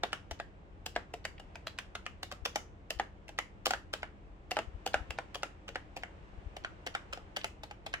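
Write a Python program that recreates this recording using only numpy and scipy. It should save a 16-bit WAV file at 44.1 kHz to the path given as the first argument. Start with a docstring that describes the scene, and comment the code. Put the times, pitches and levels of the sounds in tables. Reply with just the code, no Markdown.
"""A quiet room hums and hisses throughout while one hand taps a mechanical keyboard on a cloth, close by in stereo.
Each key rattles down, bottoms out, then unlatches with a tick and snaps back up; each blow shakes a spring.
Cracks and noise, filtered by the plastic and metal parts, make the keys; decaying cosines ring the case.
Now and then the held keyboard bumps as a short low swing, or a brushed keycap ticks as filtered noise.
The hand moves left and right and ends on the right, heard as a lag between the microphones."""
import sys
import numpy as np
from scipy import signal
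from scipy.fft import rfft, irfft
from scipy.io import wavfile
from scipy.ndimage import uniform_filter1d

SR = 44100
rng = np.random.default_rng(int(sys.argv[2]) if len(sys.argv) > 2 else 0)


def store_wav(level_fs):
    """Save 16-bit WAV to argv[1]."""
    pcm = np.round(np.clip(np.atleast_2d(level_fs), -1, 1) * 32767)
    wavfile.write(sys.argv[1], SR, pcm.T.astype(np.int16))


N = 352800

# keys going down: (time [s], level [dB], extra case thock [dB], brightness [dB], keycap resonance [Hz],
# travel to the bottom [ms], bottoming against the first touch [dB])
KEYS_DOWN = [(0.033, -38.5, 2, -5.5, 3640, 2.2, 19), (0.3114, -51.0, 4, 1.5, 6700, 5.1, -3.5),
             (0.8625, -50, -0.5, 7, 3020, 3, -9.0), (1.1389, -53.5, 8.5, 0.5, 2780, 2.5, -7),
             (1.398, -58.5, 0.5, -2.5, 2950.0, 3.1, -1.5), (1.6704, -46.5, -4, -1, 4300, 8.5, -7.5),
             (1.9528, -45.5, -6.5, -6.0, 1370, 2.1, -1), (2.2315, -48.5, -3.5, 3, 3800, 3.4, -24.0),
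             (2.4533, -40.5, -4, 2, 5940, 4.84, 3), (2.903, -45, -1.5, 4, 3020.0, 2.6, 19),
             (3.282, -57.5, 2, 0.5, 2260, 9.2, 3.5), (3.6585, -38, 1, 5, 1220, 8.1, -0.5),
             (3.933, -42.0, -3.5, -1, 1240, 4.34, 4.0), (4.511, -43.5, 2.5, 1, 2800, 4.7, 0),
             (4.8636, -45.5, 6.5, 4, 3080, 11, -5.5), (5.1065, -46, -5, -4.5, 2630.0, 2.8, -28),
             (5.3469, -47, -2, 0.5, 3050, 8.0, -0.5), (5.6814, -50, -3, -4, 2840, 7.9, 1),
             (5.966, -52.5, 5, 0.5, 2310.0, 6.6, -1.5), (6.5675, -54.5, 3.5, -1, 3300, 3.2, -14),
             (6.866, -45, -2.0, -2, 1920, 6.1, -1.0), (7.128, -45.5, -6.5, -2, 1300, 5.1, 6.5),
             (7.3645, -42.5, -3, 0, 3400, 3.8, 2), (7.6348, -55.5, 4.0, 2.5, 4020, 4.1, -7.0),
             (7.8641, -50, 2.5, -0.5, 3580, 3.8, -5)]
# keys snapping back: (time [s], level [dB], extra case thock [dB], brightness [dB], keycap resonance [Hz])
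KEYS_UP = [(0.13, -37.5, -4, 1.5, 3140), (0.3994, -43.5, 4, -2.5, 1730), (0.962, -37.0, 6.0, -3, 1530),
           (1.2513, -41.0, -2, 6, 2070), (1.5557, -51, 0.5, 3, 2490.0), (1.787, -42, -11, 5, 3230),
           (2.0639, -42, -7.5, -1.5, 2870), (2.315, -48, -3, 4.5, 1390.0), (2.3228, -50.5, 4, 8, 1210.0),
           (2.558, -39.5, 7.5, 11.0, 6130), (2.9973, -37, 7.5, -2.5, 1540), (3.3877, -35.0, -3.5, 1, 2040),
           (3.7074, -37.5, 6.5, 8.5, 1400), (3.7355, -36, 0.5, -1.5, 1430.0),
           (4.0305, -41.5, 0.5, -7, 1500.0), (4.5679, -37.0, 6.5, -2.5, 1440), (4.5887, -40, 7, 2.0, 3020),
           (4.942, -31.5, 4.5, -3.5, 1340.0), (5.1862, -41.5, 5.5, -2.5, 1400), (5.4322, -39, 1.5, 3, 1360),
           (5.7567, -39.5, 0.5, -4, 1640), (6.0343, -43.0, -1.5, -5.5, 1950.0),
           (6.6473, -39, -6.5, -7, 1400), (6.9501, -36.5, -2, -2.5, 1650), (7.174, -56.5, 10, 1, 1500.0),
           (7.4437, -40.5, 2.5, 7.5, 2830), (7.7107, -52, 6, 1.5, 2920), (7.9387, -36.0, -8, -3, 1740.0)]
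# thock, clack, click, tick, fizz: (low edge [Hz], high edge [Hz], nominal ring t60 [s],
# gain of the crack against the ring, room level [dB], room t60 [s], left over right [dB])
KEY_BANDS = [(196, 950, 0.054, 2.27, -14.5, 0.28, 1), (1044, 2355, 0.097, 2.07, -10, 0.25, 0),
             (2190, 4400, 0.049, 1.24, -10, 0.22, 2.5), (4780, 9340, 0.021, 0.58, -10, 0.24, 1),
             (7600, 14500, 0.0098, 0.15, -9.5, 0.18, -0.5)]
# the same five bands: (level in a press [dB], level in a release [dB], share of the brightness followed)
BAND_MIX = [(4, -2, 0.), (3, 1.5, 0.031), (2.53, -6.5, 0.44), (-1.5, -11, 0.93), (-13, -26.5, 1.43)]

SIZE = 12288  # samples in one key sound
T, HZ = np.arange(SIZE) / SR, np.fft.rfftfreq(SIZE, 1 / SR)
LEAD_IN_S = .012  # room ahead of the contact for the noise that leads up to it
SIDES = np.array([[.5], [-.5]])  # splits a difference evenly over left and right
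LEVEL_GAIN = np.sqrt(.02 * SR)  # levels count a sound's energy as spread over 20 ms


def amp(db):
    """Decibels to gain."""
    return 10 ** (np.asarray(db) / 20)


def unit(x):
    """Scales to an energy of one per channel, on average."""
    return x / np.sqrt(np.mean(x ** 2) * x.shape[-1] + 1e-20)


def read(points, hz):
    """Reads a table on a log-frequency axis."""
    f, value = np.transpose(points)
    return np.interp(np.log(hz + 1), np.log(f + 1), value)


def add(mix, s, sound):
    """Mixes a stereo sound in at time s."""
    part = mix[:, max(round(s * SR), 0):][:, :sound.shape[1]]
    part += sound[:, :part.shape[1]]


def band(hz, low_hz, high_hz, order=8):
    """Gain of a steep band-pass."""
    low_cut = 1 + (low_hz / (hz + 1)) ** (2 * order)
    high_cut = 1 + (hz / high_hz) ** (2 * order)
    return 1 / np.sqrt(low_cut * high_cut)


def causal(gain):
    """Gives a gain curve the phase of a struck body: nothing sounds before the blow."""
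    log_gain = np.log(np.maximum(gain, 1e-4 * gain.max()))
    circle = np.concatenate([log_gain, log_gain[-2:0:-1]])
    return np.exp(np.conj(signal.hilbert(circle)))[:len(gain)]


def pair(same):
    """Two noises with a share of their power in common, one for each microphone."""
    noise, same = rng.standard_normal((3, SIZE)), np.clip(same, 0, 1)
    return np.sqrt(same) * noise[0] + np.sqrt(1 - same) * noise[1:]


def dying(power, t60):
    """Envelope of dense modes that are fed with power and lose 60 dB in t60 seconds."""
    keep = np.exp(-2 * np.log(1000) / (t60 * SR))
    return np.sqrt(signal.lfilter([1], [1, -keep], power))


def ports(s):
    """The two microphones hear a key slightly apart, by where the hand is at time s."""
    # the hand from left (-) to right (+): (time [s], lag of the left microphone [ms])
    hand_path = [(0, 0.088), (.4, 0.098), (.86, -0.097), (1.55, -0.029), (1.95, 0.072), (2.56, 0.16),
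                 (2.9, -0.097), (3, -0.075), (3.3, 0.1), (4.03, 0.15), (4.55, -0.089), (5.1, -0.069),
                 (5.3, 0.072), (6.03, 0.15), (6.95, 0.19), (8, 0.21)]
    lag_ms = np.interp(s, *np.transpose(hand_path))
    return np.exp(-2j * np.pi * HZ * lag_ms / 1000 * SIDES)


def air(waver=0.57, bass_left_db=3.5, top_hz=8600):
    """Shaped noise makes room rumble and faint hiss; sines with a wandering phase make the hum."""
    # colour of the room noise: (frequency [Hz], relative density [dB per Hz])
    air_colour = [(12, -36), (20, -8), (33, -1), (82, -4.5), (110, -7.5), (190, -12), (230, -18.5),
                  (300, -11), (420, -17), (750, -20.5), (1050, -25.5), (2800, -36), (4500, -48.5),
                  (8300, -55)]
    # likeness of the two channels: (frequency [Hz], correlation)
    air_likeness = [(30, 0.21), (60, 1), (130, 1), (290, 0.93), (640, 0.22), (1400, -0.44), (3000, 0.086),
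                    (15000, -0.11)]
    # swell of the treble hiss: (time [s], level [dB])
    hiss_swell = [(0, 5.5), (.7, 2.5), (1.5, 6.5), (2.8, 3), (3.6, 4), (4.4, 3.5), (5.1, 10.5), (5.65, 5.5),
                  (6.2, 8.5), (7.2, 9), (7.6, 5), (8, 5)]
    # hum tones: (frequency [Hz], level [dB])
    hum_tones = [(48.5, -60.5), (81, -62), (199.5, -68)]
    air_db = -56  # before the hiss swells

    hz, t = np.fft.rfftfreq(N, 1 / SR), np.arange(N) / SR
    a, b = rfft(rng.standard_normal((2, N)))
    same = np.clip(read(air_likeness, hz), -1, 1)
    noise = np.array([a, same * a + np.sqrt(1 - same ** 2) * b])
    noise *= amp(read(air_colour, hz)) * (.1 + band(hz, 0, top_hz, order=20))
    noise *= amp(bass_left_db * SIDES / (1 + (hz / 130) ** 2))  # the bass leans left
    noise *= amp(air_db) / np.std(irfft(noise).mean(0))

    treble = hz ** 2 / (hz ** 2 + 800 ** 2)
    rumble = irfft(noise * (1 - treble))
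    hiss = irfft(noise * treble) * amp(np.interp(t, *np.transpose(hiss_swell)))
    out = rumble + hiss
    for hum_hz, db in hum_tones:
        slow_noise = irfft(rfft(rng.standard_normal((2, N))) * (hz < 4))
        drift = np.sqrt(N) * unit(slow_noise)
        out += amp(db) * np.sqrt(2) * np.sin(2 * np.pi * hum_hz * t + waver * drift)
    return out


def bumps(width=0.0067, side_db=13.0, bump_hz=59.3):
    """The cloth damps each bump of the held keyboard to a brief slow swing, stronger on the left."""
    # soft bumps: (time of the middle [s], peak level before the left-right split [dB])
    bump_times = [(0.323, -40.5), (2.431, -38.5), (2.971, -43.5), (4.683, -38.5), (4.755, -38),
                  (4.964, -41), (5.015, -39), (5.104, -38), (6.386, -41.5), (6.472, -36.5)]
    out, t = np.zeros((2, N)), T - T.mean()
    for s, db in bump_times:
        swell = np.exp(-.5 * (t / width) ** 2)
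        swing = np.cos(2 * np.pi * (bump_hz * t + rng.random())) * swell
        add(out, s + t[0], amp(db) * swing * amp(side_db * SIDES))
    return out


def contact(at, rise, fall, rattle_db, rebound=0.001724, rebound_db=-3.5):
    """Power of a sharp blow with its quick rebound, and of the tiny collisions of loose plastic around it."""
    t = T - LEAD_IN_S - at
    blow = np.zeros(SIZE)
    blow[np.argmin(abs(t))] = 1
    blow[np.argmin(abs(t - rebound * rng.uniform(.6, 1.5)))] += amp(rebound_db) ** 2
    envelope = np.exp(-np.maximum(-t / rise, t / fall))
    return np.array([blow, (amp(rattle_db) * unit(envelope)) ** 2])


def tick(s, hz, t60=0.026):
    """A small plastic part shifts in its play: a tiny dry tick, about an octave wide."""
    power = contact(0, rise=0.00029, fall=0.00046, rattle_db=-5).sum(0)
    ring = pair(0.77) * dying(power, t60)
    colour = causal(band(HZ, hz / np.sqrt(2), hz * np.sqrt(2), order=5))
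    return unit(irfft(rfft(ring) * ports(s) * colour)) * LEVEL_GAIN


def nudges():
    """Fingertips brush loose keycaps without pressing them; each answers with a tick."""
    # brushed keycaps: (time [s], level [dB], pitch [Hz])
    brushes = [(1.3804, -57.5, 2430), (4.579, -46, 900), (7.413, -50, 2330)]
    out = np.zeros((2, N))
    for s, db, hz in brushes:
        add(out, s - LEAD_IN_S, amp(db) * tick(s, hz))
    return out


def spring(cap_hz, width=0.11, t60=0.3, lowest_hz=2500):
    """The spring rings on in a narrow band where the keycap feeds it; a low-pitched cap hardly stirs it."""
    ring = pair(0.26) * amp(-60 * T / t60)
    resonance = causal(1 / (1 + ((HZ / cap_hz - 1) / width) ** 2))
    sing = unit(irfft(rfft(ring) * resonance))
    return sing * band(cap_hz, lowest_hz, SR, order=4) * LEVEL_GAIN


def springs(follow=0.5, spring_db=-19.5):
    """Every press and release shakes a spring, the more the brighter it is."""
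    out = np.zeros((2, N))
    for s, db, _, bright_db, cap_hz, *_ in list(KEYS_DOWN) + list(KEYS_UP):
        add(out, s, amp(db + follow * bright_db + spring_db) * spring(cap_hz))
    return out


def case(pitch_hz, reach=0.38, scatter_db=5.5, detune=0.042):
    """The case modes near pitch_hz answer most, a little differently for every blow."""
    # modes of the case: (nominal frequency [Hz], nominal level [dB], t60 [s])
    case_modes = [(192, -19, 0.13), (365, -15, 0.054), (407.6, -13.5, 0.12), (468.5, -10, 0.14),
                  (529, -6, 0.074), (622, -3, 0.05), (707.5, 2, 0.055), (801, 4, 0.039), (950, -5, 0.036)]
    hz, db, t60 = np.transpose(case_modes)[:, :, None]
    luck, shift = rng.standard_normal((2, len(case_modes), 1))
    weight = amp(db + scatter_db * luck) / (1 + (np.log(hz / pitch_hz) / reach) ** 2)
    modes = weight * amp(-60 * T / t60) * np.cos(2 * np.pi * hz * (1 + detune * shift) * T)
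    return unit(modes.sum(0))


def keycap(cap_hz, peak_db=7.5, width=0.14, ripple_db=2.5, size=45):
    """Each stroke has one leading resonance, among small peaks and gaps drawn at random."""
    ripple = uniform_filter1d(uniform_filter1d(rng.standard_normal(len(HZ)), size), size)
    ripple = ripple / ripple.std() * np.minimum(HZ / 1500, 1)  # smoother in the bass
    peak = peak_db / (1 + ((HZ / cap_hz - 1) / width) ** 2)
    return causal(amp(ripple_db * ripple + peak))


def reflections(blow, t60, same, delay=0.0057, lumpy_db=0.5, size=90):
    """The room's answer to a blow: reflections arrive in uneven clusters and die away."""
    clusters = uniform_filter1d(rng.standard_normal(SIZE), size) * np.sqrt(size)
    late_blow = np.roll(blow, round(delay * SR))
    return pair(same) * amp(lumpy_db * clusters) * dying(late_blow, t60)


def voicing(blend_db, thock_db, bright_db):
    """Levels of the bands in one blow: thock feeds the case, brightness mostly lifts the small parts."""
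    levels_db = blend_db + bright_db * np.transpose(BAND_MIX)[2]
    levels_db[0] += thock_db
    return levels_db


def key(power, delays, pitch_hz, levels_db, colours, hang=1., ring_same=0.15, case_same=0.99, knock_db=-8):
    """A contact cracks and rings every part of the key, and the room answers with a diffuse tail."""
    firm_db, case_octaves_per_db = -37.5, .012  # a case blow firmer than firm_db favours higher modes
    blow, rattle = power
    pitch_hz = pitch_hz * 2 ** (case_octaves_per_db * (levels_db[0] - firm_db))
    force = unit(np.sqrt(blow) + np.sqrt(rattle) * rng.standard_normal(SIZE))
    out = 0
    for k, (db, colour, settings) in enumerate(zip(levels_db, colours, KEY_BANDS)):
        _, _, t60, crack, room_db, room_t60, side_db = settings
        ring = unit(pair(ring_same if k else case_same) * dying(blow + rattle, t60 * hang))
        if k:  # small parts: a crack and a dense ring
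            body = rfft(crack * force + ring)
        else:  # the case: the hardest blow rings a few low modes over a dull knock
            modes = np.roll(case(pitch_hz), blow.argmax())
            knock = unit(irfft(rfft(ring) * colour))
            body = rfft(crack * modes + amp(knock_db) * knock)
        direct = unit(irfft(body * colour * delays)) * amp(side_db * SIDES)
        echoes = reflections(blow, room_t60, same=0 if k else .5)
        room = amp(room_db) * unit(irfft(rfft(echoes) * colour))
        out = out + amp(db) * (direct + room)
    return out * LEVEL_GAIN


def presses(colours, case_hz=646):
    """The finger meets the cap, and a few milliseconds later the stem hits the bottom."""
    out = np.zeros((2, N))
    for s, db, thock_db, bright_db, cap_hz, travel_ms, bottom_db in KEYS_DOWN:
        touch = contact(0, rise=0.0014, fall=0.0003, rattle_db=0.0)
        bottom = contact(travel_ms / 1000, rise=0.0012, fall=0.0011, rattle_db=-2)
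        power = touch / touch.sum() + amp(bottom_db) ** 2 * bottom / bottom.sum()
        levels_db = db + voicing(np.transpose(BAND_MIX)[0], thock_db, bright_db)
        voice = colours * keycap(cap_hz)
        blow = key(power, ports(s), case_hz, levels_db, voice, hang=0.65, knock_db=-6.0)
        add(out, s - LEAD_IN_S, blow)
    return out


def releases(colours, swell_db=-22, case_hz=753):
    """The switch unlatches with a tick and snaps against its stop."""
    unlatch_s, unlatch_db, unlatch_hz = 0.0087, -20, 3400  # lead, level against the release, pitch
    out = np.zeros((2, N))
    for s, db, thock_db, bright_db, cap_hz in KEYS_UP:
        power = contact(0, rise=0.00047, fall=0.0028, rattle_db=-8)
        power[1] += (amp(swell_db) * unit(T * (T < LEAD_IN_S))) ** 2  # faint noise swells up to the snap
        levels_db = db + voicing(np.transpose(BAND_MIX)[1], thock_db, bright_db)
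        voice = colours * keycap(cap_hz)
        snap = key(power, ports(s), case_hz, levels_db, voice, hang=0.76, knock_db=-12)
        add(out, s - LEAD_IN_S, snap)
        add(out, s - LEAD_IN_S - unlatch_s, amp(db + unlatch_db) * tick(s, unlatch_hz))
    return out


def typing():
    """Presses are a rattling touch and a bottoming blow; releases a tick, a faint swell of noise and a snap."""
    # colour of the plastic and metal parts: (frequency [Hz], level [dB])
    parts_colour = [(1100, -4), (1400, -3), (1850, -3.5), (2300, -5), (2950, 2.5), (3900, -4), (5800, -15),
                    (7300, -17), (9000, -24.5), (10400, -22), (12700, -22.5), (14400, -24), (16000, -22)]
    body = amp(read(parts_colour, HZ))
    colours = np.array([causal(body * band(HZ, low, high)) for low, high, *_ in KEY_BANDS])
    return presses(colours) + releases(colours)


def scene():
    """Room, handling, springs and keys together."""
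    return air() + bumps() + nudges() + springs() + typing()


def record(dry, edge_hz=16750):
    """The recorder's band limit: a steep low-pass."""
    low_pass = signal.firwin(511, edge_hz, window=("kaiser", 9), fs=SR)
    return signal.oaconvolve(dry, low_pass[None], "same")


dry = scene()
out = record(dry)
store_wav(out)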